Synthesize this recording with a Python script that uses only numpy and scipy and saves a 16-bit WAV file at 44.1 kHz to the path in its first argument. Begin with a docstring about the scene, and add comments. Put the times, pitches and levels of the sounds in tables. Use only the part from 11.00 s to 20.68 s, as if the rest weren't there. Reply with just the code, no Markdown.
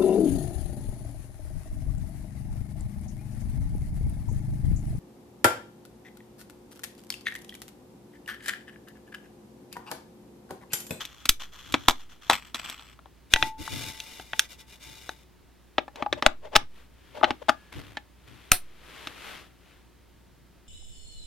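"""A small clockwork film camera lies on a felt mat, close under the microphone, in a quiet, humming room.
A metal spool knocks and bounces on its spindle and scrapes as fingers turn it. The lid is picked up,
ringing, dragged over the mat and pressed onto the case, where it creaks, slips and seats. The latch
leaves a spring ringing; the lock key is turned, snaps flat and rattles, and a sleeve brushes away.
Clicks are noise cracks plus ringing modes, rubs are grainy noise; the hardest clicks overload a limiter."""
import sys
import numpy as np
from scipy import signal
from scipy.fft import rfft, irfft, next_fast_len
from scipy.io import wavfile
from scipy.ndimage import uniform_filter1d

SR = 44100
rng = np.random.default_rng(int(sys.argv[2]) if len(sys.argv) > 2 else 0)


def generate_wav(sig):
    """Save sig (samples, or channels by samples) to the path in sys.argv[1] as 16-bit PCM at SR."""
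    pcm = np.round(np.clip(np.atleast_2d(sig).T, -1, 1) * 32767).astype(np.int16)
    wavfile.write(sys.argv[1], SR, pcm)


N = 426888
TIME = np.arange(N) / SR

# Room tone, rumble up to hiss: freq_hz, gain_db
ROOM_EQ = [(20, -7), (60, 4.5), (85, 1.5), (180, -2), (260, -2.5), (350, -4), (600, -12), (1500, -16),
           (3500, -20.5), (8000, -27), (16000, -29)]
# Mains hum and a faint whine at 915 Hz: pitch_hz, level_db
HUM_TONES = [(59.7, -61.5), (119.8, -74), (179, -74), (360, -76), (915, -80.5)]

# Fingers push the spool round: start_s, length_s, level_db
FINGER_PUSHES = [(0.0, 0.01, -35), (0.06, 0.18, -54.5), (0.395, 0.029, -39.5), (0.52, 0.49, -50),
                 (1.0, 0.014, -53), (1.09, 0.041, -53), (1.21, 0.11, -52)]
# Tone of that rub: freq_hz, gain_db
FINGER_EQ = [(200, -12), (600, -8), (1400, 0.5), (2400, -6), (3500, 3), (4700, -11), (6500, -5),
             (9000, -20), (13000, -15), (16000, -33.5)]
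# The spool's ring: pitch_hz, width_hz, height_db
SPOOL_RING = [(272, 66, 20.5), (778, 58, 1), (1342, 180, 9), (2310, 20, 10), (2600, 200, -6),
              (3450, 60, 7.5), (3463, 330, 16.5), (4003, 110, 14.5), (6030, 750, 5.5), (7790, 37, 12),
              (9200, 700, 4), (11920, 100, 19)]
# Spool on spindle: start_s, level_db, thud_db, knock_db, treble_db_per_octave, bounce_count (-1 mutes)
# In all hit tables, level is at 1.6-4.4 kHz; thud (130-450 Hz) and knock (450-1600 Hz) are relative to it.
SPOOL_KNOCKS = [(0.0522, -36.5, -15, -30, -6.5, 0), (0.2554, -29.5, -13, -10, -5.5, 0),
                (0.2925, -12, -18.5, -17, -2.5, 0), (0.604, -39.5, -12, -11, -6, -1),
                (0.7234, -38.5, -19, -19, -4.5, 0), (0.7417, -17.5, -4.5, -1, -15, 0),
                (0.8843, -11, -11.5, 2.5, -7, 2), (1.2985, -17, -16, 4.5, -9.5, 3.5),
                (1.5454, -30.5, -13.5, -6, -8, 1), (1.6982, -37, -17.5, -8.5, -5.5, 0),
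                (1.795, -45, -16.5, -4, -17, 0), (1.991, -57, -8.5, 11.5, -26, -0.5),
                (2.058, -57.5, -11, 13, -22, 0)]
# Hands and lid bump the mat: middle_s, level_db, spread_s
MAT_BUMPS = [(.76, -46, 0.069), (2.44, -42.5, 0.039), (2.61, -37, 0.015), (2.745, -34.5, 0.027),
             (2.85, -43.5, 0.04), (3.90, -51.5, 0.026), (5.15, -45.5, 0.03), (5.62, -44, 0.021),
             (6.27, -52.5, 0.091), (6.78, -35, 0.019), (6.88, -51, 0.047), (7.33, -53, 0.046)]
# Their dull tone: freq_hz, gain_db
BUMP_EQ = [(30, -19.5), (70, -2), (125, 1.5), (190, -16.5), (280, -3.5), (400, -18.5), (700, -29.5),
           (3000, -56.5)]
# The spool's rim scrapes the case: start_s, length_s, level_db
RIM_SCRAPES = [(1.325, 0.022, -28), (1.38, 0.12, -50), (1.545, 0.053, -40), (1.625, 0.12, -40),
               (1.75, 0.19, -49.5)]
# Tone of the scrape: freq_hz, gain_db
RIM_EQ = [(300, -10), (1400, 3.5), (2500, 2.5), (3600, -1.5), (6500, -7), (7800, 0), (9200, -18.5),
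          (11750, -10), (16000, -27)]

# The lid slides over the mat: start_s, length_s, level_db
LID_SLIDES = [(2.3, .18, -39), (2.575, 0.65, -42), (2.69, 0.21, -38.5), (3.22, 0.22, -53.5),
              (3.33, 0.12, -48.5), (3.48, 0.05, -46), (3.575, 0.025, -44.5), (3.66, 0.1, -53),
              (3.79, 0.33, -49), (4.08, 0.15, -61)]
# Tone of the slide: freq_hz, gain_db
SLIDE_EQ = [(300, -6), (600, -10), (1500, -13.5), (2100, 3.5), (3800, -6), (4500, -5), (6400, -6.5),
            (7200, -10.5), (12000, -9), (16000, -22)]
# The loose lid's ring: pitch_hz, width_hz, height_db
LID_RING = [(759, 40, 16), (879, 4.9, 31.6), (1552, 260, 16.9), (1965, 18, 16), (2456, 53, 11),
            (2744, 89, 12), (3102, 85, 12), (3476, 200, 17.6), (3930, 110, 16), (5310, 160, 7.1),
            (5740, 670, 11), (6320, 300, 14), (8780, 180, 11), (12600, 68, 9.7)]
# The lid is knocked and lifted: start_s, level_db, thud_db, knock_db, treble_db_per_octave
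LID_KNOCKS = [(2.3372, -5, -23, -19, -12.5), (2.3606, -17.5, -17, -3.5, -17.5),
              (2.4256, -11.5, -16.5, -13, -21.5), (2.6781, -44.5, -36, 14.5, -7),
              (3.0016, -32.5, -25, -40, -9), (3.1973, -39.5, -2.5, -1.5, -22.5),
              (3.3331, -27.5, -21.5, -6, -26), (3.3941, -14, -44.5, -19.5, -7),
              (4.0925, -34.5, -10, 2, -11)]

# Lid and latch seat: start_s, level_db, thud_db, knock_db, treble_db_per_octave, slip_count
CASE_CLICKS = [(4.7825, -18, -12, -1.5, -26, 0), (4.8798, -53, 2, 16, -13, 0),
               (4.958, -43, -7.5, -4.5, -11, 0), (5.024, -32, -1, 7, -20.5, 0),
               (5.0618, -45, -8.5, 23.5, -21, 0), (5.1271, -19.5, -14, -4.5, -19, 0),
               (5.2242, -24, -10, 1, -15.5, 0), (5.2633, -9.5, -12.5, 2, -14, 0),
               (5.5629, -7, -12, -4.5, -11.5, 2), (6.2115, -52, 7, 25, -20, 0),
               (6.2345, -28.5, -4, 16, -18.5, 1), (6.2427, -15.5, -14.5, -3, -25, 0),
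               (6.3064, -26, -3.5, 2, -18.5, 0), (6.4937, -22, -8, 10.5, -11, 2),
               (6.9704, -28, -18.5, -7, -20, 0), (8.0717, -31.5, -10, -12, -14.5, 0)]
# The closed case's ring: pitch_hz, width_hz, height_db
CASE_RING = [(253, 59, 19), (344, 110, 11), (609, 60, 15.65), (830, 51, 14), (1200, 110, 13),
             (1420, 810, 8.6), (1760, 56, 7.1), (2560, 110, 5.1), (3643, 320, 13), (4044, 50, 9.6),
             (4870, 100, 1.3), (5440, 190, 5), (7800, 60, 3.2)]
# The lid creaks in its seat: middle_s, level_db, spread_s
SEAT_CREAKS = [(5.0, -39, 0.025), (5.185, -39, 0.011), (5.252, -33, 0.0092), (5.46, -39, 0.017),
               (5.545, -32, 0.013), (6.172, -37, 0.017), (6.293, -33.5, 0.017), (6.425, -35, 0.0041)]
# Tone of the creak: freq_hz, gain_db
CREAK_EQ = [(150, -20), (400, -6.5), (650, 8.5), (950, -5), (1500, -15.5), (3400, -20), (6000, -29.5),
            (14000, -47.5)]

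# The sleeve passes: middle_s, level_db, spread_s
SLEEVE_PASSES = [(5.79, -57.5, 0.044), (6.1, -61.5, 0.095), (6.55, -61, 0.27), (7.48, -55.5, 0.16),
                 (8.0, -47, .12), (8.3, -43, 0.091), (8.71, -60.5, 0.083)]
# Tone of cloth and fingertips: freq_hz, gain_db
SOFT_RUB_EQ = [(150, -5), (340, 1), (700, -3), (1400, 0), (3300, -2), (4800, -10.5), (7500, -16.5),
               (13000, -18), (16000, -31)]
# Fingers turn the lock key: start_s, length_s, level_db
KEY_TURNS = [(6.135, .2, -53), (6.715, .24, -45.5), (7.265, .1, -55)]
# The key snaps flat: start_s, level_db, thud_db, knock_db, treble_db_per_octave
KEY_SNAPS = [(7.5176, -11.5, -16, -2.5, -1.5)]
# The key's ring: pitch_hz, width_hz, height_db
KEY_RING = [(726, 18, 7.8), (1300, 86, 11), (2630, 330, 8.9), (4170, 130, 4.5), (5970, 330, 11),
            (9000, 80, 11), (8900, 66, 13), (9900, 42, 5.2), (10700, 90, 8), (12380, 110, 10)]
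# Tone of its hinge rattle: freq_hz, gain_db
RATTLE_EQ = [(300, -2.5), (1300, -7.5), (3000, -3.5), (4100, -0.5), (6500, -15), (9300, 4), (13000, -1.5),
             (16000, -15.5)]

# Five bands that shape each click: edge_hz
CLICK_BANDS = [130, 450, 1600, 4400, 8500, 16000]
# Final tone of all clicks: freq_hz, gain_db
CLICK_EQ = [(60, -2.5), (120, -0.5), (175, -11), (240, -1), (9000, 1), (12500, 3), (16000, -7.5)]
# Leftward lean of clicks, scaled for each part: freq_hz, left_minus_right_db
CLICK_PAN = [(60, 2), (250, 4.5), (600, 6.5), (1200, 5), (2200, 1), (4000, .7), (10000, 2.5)]
# How alike noise is in the two channels: freq_hz, correlation
STEREO_LIKENESS = [(50, 0.53), (200, 0.1), (1000, 0.51), (3000, 0.96), (6000, 0.16), (12000, .15)]


def from_db(db):
    return 10 ** (np.asarray(db) / 20)


def rms_one(x):
    return x / np.sqrt(np.mean(x ** 2) + 1e-20)


def at_hz(points, hz):
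    """Reads a curve on a log-frequency axis."""
    known_hz, values = np.transpose(points)
    return np.interp(np.log(np.maximum(hz, 1)), np.log(known_hz), values)


def eq(x, points):
    """Minimum-phase EQ through points of freq_hz, gain_db."""
    size = 2 * next_fast_len(x.shape[-1] // 2 + 1)
    cepstrum = irfft(np.log(from_db(at_hz(points, np.fft.rfftfreq(size, 1 / SR)))))
    cepstrum[1:size // 2] *= 2
    cepstrum[size // 2 + 1:] = 0
    return irfft(rfft(x, size) * np.exp(rfft(cepstrum)))[..., :x.shape[-1]]


def strokes(rows, attack_s, sag_db_per_s, release_t60_s):
    """Envelope of pushes: each gets going, loses speed, then dies away."""
    power, t = np.zeros(N), TIME[:2 * SR]
    for start_s, length_s, level_db in rows:
        release_db = 60 * np.maximum(t - length_s, 0) / release_t60_s
        gain = np.clip(t / attack_s, 0, 1) * from_db(level_db - sag_db_per_s * t - release_db)
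        start = round(start_s * SR)
        power[start:start + len(t)] += gain[:N - start] ** 2
    return np.sqrt(power)


def swells(rows):
    """Envelope of smooth moves, each a bell curve."""
    return sum(from_db(level_db) * np.exp(-.5 * np.minimum(((TIME - middle_s) / spread_s) ** 2, 100))
               for middle_s, level_db, spread_s in rows)


def repeated(hits, gap_s, loss_db):
    """Gives each hit its run of weaker touches: after it, or before it if the gap is negative."""
    return [(start_s + k * gap_s, level_db - k * loss_db, *tone)
            for start_s, level_db, *tone, count in hits for k in range(round(count) + 1)]


def stereo_noise():
    """White noise whose stereo width varies with frequency."""
    size = next_fast_len(N)
    alike = at_hz(STEREO_LIKENESS, np.fft.rfftfreq(size, 1 / SR))
    mid, side = rfft(rng.standard_normal((2, size)))
    spectrum = np.sqrt(1 + alike) * mid + np.sqrt(1 - alike) * side * [[1], [-1]]
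    return rms_one(irfft(spectrum, size)[:, :N])


def dying_noise(t, t60_s, channels):
    """A burst of unit energy: countless small modes that die together."""
    burst = rng.standard_normal((channels, len(t))) * from_db(-60 * t / t60_s)
    return burst / np.sqrt(np.sum(burst ** 2, axis=1, keepdims=True))


def ringing(modes, t, scatter_db=0, damping_hz=0):
    """Decaying sines; scatter varies their strength from touch to touch and between channels."""
    hz, width_hz, height_db = np.transpose(modes)
    scatter = rng.standard_normal(len(hz)) + rng.standard_normal((2, len(hz)))
    strength = from_db(height_db + scatter_db * scatter) * 2 * np.pi * width_hz / SR
    polarity = (-1) ** np.arange(len(hz))
    decay = np.exp(-np.pi * np.outer(width_hz + damping_hz, t))
    return (strength * polarity) @ (decay * np.sin(2 * np.pi * np.outer(hz, t)))


def band_levels(x, size=441):
    """Level in dB of the first 10 ms in each click band."""
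    power = np.mean(np.abs(rfft(x[:, :size], 10 * size)) ** 2, axis=0) / (10 * size ** 2 / 2)
    hz = np.fft.rfftfreq(10 * size, 1 / SR)
    return 10 * np.log10(np.histogram(hz, CLICK_BANDS, weights=power)[0])


def panned(x, pan_db):
    """Makes the left channel louder than the right by pan_db."""
    return x * from_db([[pan_db / 2], [-pan_db / 2]])


def mic_pair(x, lean, lag_s=1.8e-5):
    """The left microphone port is nearer: louder there, and slightly earlier."""
    left = eq(x[0], np.array(CLICK_PAN) * [1, lean / 2])
    right = eq(x[1], np.array(CLICK_PAN) * [1, -lean / 2])
    size = next_fast_len(N)
    delay = np.exp(-2j * np.pi * np.fft.rfftfreq(size, 1 / SR) * lag_s)
    return np.array([left, irfft(rfft(right, size) * delay, size)[:N]])


def strikes(hits, modes, crack_t60_s, chatter_t60_s, chatter_db, scatter_db, scuff_db, scuff_t60_s,
            lean=.95, held_from_s=0, damping_hz=0):
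    """Each contact scuffs in, cracks, chatters and rings the modes, then gets its own EQ."""
    track, t = np.zeros((2, N)), TIME[:SR // 2]
    centres_hz = np.sqrt(np.multiply(CLICK_BANDS[1:], CLICK_BANDS[:-1]))
    lead = SR // 200  # the scuff starts 5 ms early
    for start_s, level_db, thud_db, knock_db, slope in hits:
        crack = dying_noise(t, crack_t60_s, channels=1)
        chatter = from_db(chatter_db) * dying_noise(t, chatter_t60_s, channels=1)
        hit = crack + chatter + ringing(modes, t, scatter_db, damping_hz * (start_s > held_from_s))
        scuff = from_db(scuff_db) * dying_noise(t[:lead], scuff_t60_s, channels=2)[:, ::-1]
        wanted_db = level_db + np.array([thud_db, knock_db, 0, slope, 2 * slope])
        click = eq(np.hstack([scuff, hit]), np.c_[centres_hz, wanted_db - band_levels(hit)])
        start = round(start_s * SR) - lead
        track[:, start:start + click.shape[1]] += click[:, :N - start]
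    return mic_pair(eq(track, CLICK_EQ), lean)


def friction(tone, grain_db, grains_per_s):
    """Surface bumps catch and let go: noise whose strength jumps from grain to grain."""
    grains = np.clip(rng.standard_normal(N), -2, 2)
    strength = from_db(grain_db * np.interp(TIME * grains_per_s, np.arange(N), grains))
    return rms_one(eq(stereo_noise() * strength, tone))


def rub(gain, tone, modes, ring_db, grain_db, grains_per_s, pan_db):
    """Friction on a part, heard directly and through that part's modes."""
    force = friction(tone, grain_db, grains_per_s) * gain
    ring = signal.fftconvolve(force, ringing(modes, TIME[:SR // 2]), axes=1)[:, :N]
    return panned(force + from_db(ring_db) * ring, pan_db)


def room_tone(noise_db=-58):
    """A bed of rumble, hiss and mains hum."""
    hum = sum(np.sqrt(2) * from_db(level_db) * np.sin(2 * np.pi * (hz * TIME + rng.random()))
              for hz, level_db in HUM_TONES)
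    return from_db(noise_db) * rms_one(eq(stereo_noise(), ROOM_EQ)) + hum


def spool_turning():
    """Fingers rub the spool round and faintly ring it."""
    gain = strokes(FINGER_PUSHES, attack_s=.0064, sag_db_per_s=6, release_t60_s=.2)
    return rub(gain, FINGER_EQ, SPOOL_RING, ring_db=-18, grain_db=4.5, grains_per_s=780, pan_db=2)


def spool_knocks():
    """The metal spool hits its spindle, each bounce weaker."""
    hits = repeated(SPOOL_KNOCKS, gap_s=.0123, loss_db=7.5)
    return strikes(hits, SPOOL_RING, crack_t60_s=.029, chatter_t60_s=.052, chatter_db=.5,
                   scatter_db=2.5, scuff_db=-9, scuff_t60_s=.0071)


def mat_bumps():
    """Hands and lid press on the mat: soft swells of low noise."""
    return panned(swells(MAT_BUMPS) * rms_one(eq(stereo_noise(), BUMP_EQ)), pan_db=5)


def rim_scrapes():
    """The spool's rim drags on the case with a coarse grain."""
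    gain = strokes(RIM_SCRAPES, attack_s=.0067, sag_db_per_s=59.5, release_t60_s=.14)
    return rub(gain, RIM_EQ, SPOOL_RING, ring_db=-8.5, grain_db=6, grains_per_s=410, pan_db=2)


def lid_slides():
    """Felt rubs the sliding lid and sets it ringing."""
    gain = strokes(LID_SLIDES, attack_s=.04, sag_db_per_s=11.5, release_t60_s=.12)
    return rub(gain, SLIDE_EQ, LID_RING, ring_db=-10, grain_db=3, grains_per_s=610, pan_db=3)


def lid_knocks():
    """The loose lid rings freely at first; a hand damps the later knocks."""
    return strikes(LID_KNOCKS, LID_RING, crack_t60_s=.0048, chatter_t60_s=.03, chatter_db=4,
                   scatter_db=3, scuff_db=-17, scuff_t60_s=.012, held_from_s=2.55, damping_hz=22.3)


def case_clicks():
    """Lid and latch click home, some after a quick run of growing slips."""
    hits = repeated(CASE_CLICKS, gap_s=-.0046, loss_db=7)
    return strikes(hits, CASE_RING, crack_t60_s=.016, chatter_t60_s=.035, chatter_db=6,
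                   scatter_db=4.5, scuff_db=-18, scuff_t60_s=.0089, lean=1.3)


def seat_creaks():
    """The pressed lid rubs in its seat and rings the case."""
    gain = swells(SEAT_CREAKS)
    return rub(gain, CREAK_EQ, CASE_RING, ring_db=-14, grain_db=2.5, grains_per_s=110, pan_db=4.5)


def sleeve():
    """Fine-grained cloth brushes past as the arm moves."""
    return panned(swells(SLEEVE_PASSES) * friction(SOFT_RUB_EQ, grain_db=2, grains_per_s=840), pan_db=3.5)


def key_turning():
    """Fingertips rub as they grip and turn the lock key."""
    gain = strokes(KEY_TURNS, attack_s=.013, sag_db_per_s=44.5, release_t60_s=.25)
    return panned(gain * friction(SOFT_RUB_EQ, grain_db=4.5, grains_per_s=330), pan_db=2.5)


def latch_spring(start_s=6.494, pitch_hz=1690, level_db=-53.5, t60_s=.97):
    """A spring rings on once the latch has closed: one thin, fading tone."""
    t = np.maximum(TIME - start_s, 0)
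    return from_db(level_db - 60 * t / t60_s) * np.sin(2 * np.pi * pitch_hz * t)


def key_snap():
    """The key snaps flat with a bright, clean crack."""
    return strikes(KEY_SNAPS, KEY_RING, crack_t60_s=.027, chatter_t60_s=.03, chatter_db=-15,
                   scatter_db=2.5, scuff_db=-23, scuff_t60_s=.0061)


def hinge_rattle(rise_s=.016, level_db=-17.5):
    """The snap shakes the key's hinge, which rattles and dies away."""
    shakes = [(start_s, rise_s, level_db) for start_s, *_ in KEY_SNAPS]
    gain = strokes(shakes, attack_s=rise_s, sag_db_per_s=0, release_t60_s=.125)
    return rub(gain, RATTLE_EQ, KEY_RING, ring_db=-8.5, grain_db=1, grains_per_s=600, pan_db=-1)


def room_reverb(x, t60_s=.15, send_db=-12, build_s=.027):
    """A short diffuse tail, duller than the direct sound."""
    t = TIME[:SR // 2]
    tail = dying_noise(t, t60_s, channels=2) * np.clip(t / build_s, 0, 1)
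    tail = eq(tail, [(100, 5), (300, 8), (700, -.5), (3500, -3), (6000, -3), (14000, -5)])
    return from_db(send_db) * signal.fftconvolve(x, tail, axes=1)[:, :N]


def scene():
    """The mix: only the clicks feed the reverb."""
    clicks = spool_knocks() + lid_knocks() + case_clicks() + key_snap()
    reverb = room_reverb(clicks)
    rubs = spool_turning() + rim_scrapes() + lid_slides() + seat_creaks() + hinge_rattle()
    hands = sleeve() + key_turning() + mat_bumps()
    return clicks + reverb + rubs + latch_spring() + hands + room_tone()


def limiter(x, threshold, knee, depth_db, attack_s, release_s, thump_gain, leak_highpass_hz):
    """Overload ducks the gain; the control voltage leaks into the signal as a low thump."""
    sidechain = signal.sosfilt(signal.butter(1, 700, "high", fs=SR, output="sos"), x)
    level = np.sqrt(np.abs(uniform_filter1d(np.clip(sidechain, -1, 1) ** 2, size=66, axis=1)))
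    overload = np.clip((level - threshold) / knee, 1e-9, 1)
    fall = TIME / release_s
    held = np.exp(np.maximum.accumulate(np.log(overload) + fall, axis=1) - fall)  # decaying peak hold
    pole = np.exp(-1 / (attack_s * SR))
    control = signal.lfilter([1 - pole], [1, -pole], held)
    leak = signal.sosfilt(signal.butter(1, leak_highpass_hz, "high", fs=SR, output="sos"), control)
    return x * from_db(-depth_db * control) - thump_gain * leak


def record(dry):
    """A slow limiter, hard clipping of what gets past it, and the top cut off."""
    limited = limiter(dry, threshold=.52, knee=.05, depth_db=6.5, attack_s=.003, release_s=.08,
                      thump_gain=.12, leak_highpass_hz=6.1)
    top_cut = signal.cheby2(20, 70, 16600, fs=SR, output="sos")  # 70 dB down from 16.6 kHz
    return signal.sosfilt(top_cut, np.clip(limited, -1, 1))


dry = scene()
out = record(dry)
generate_wav(out)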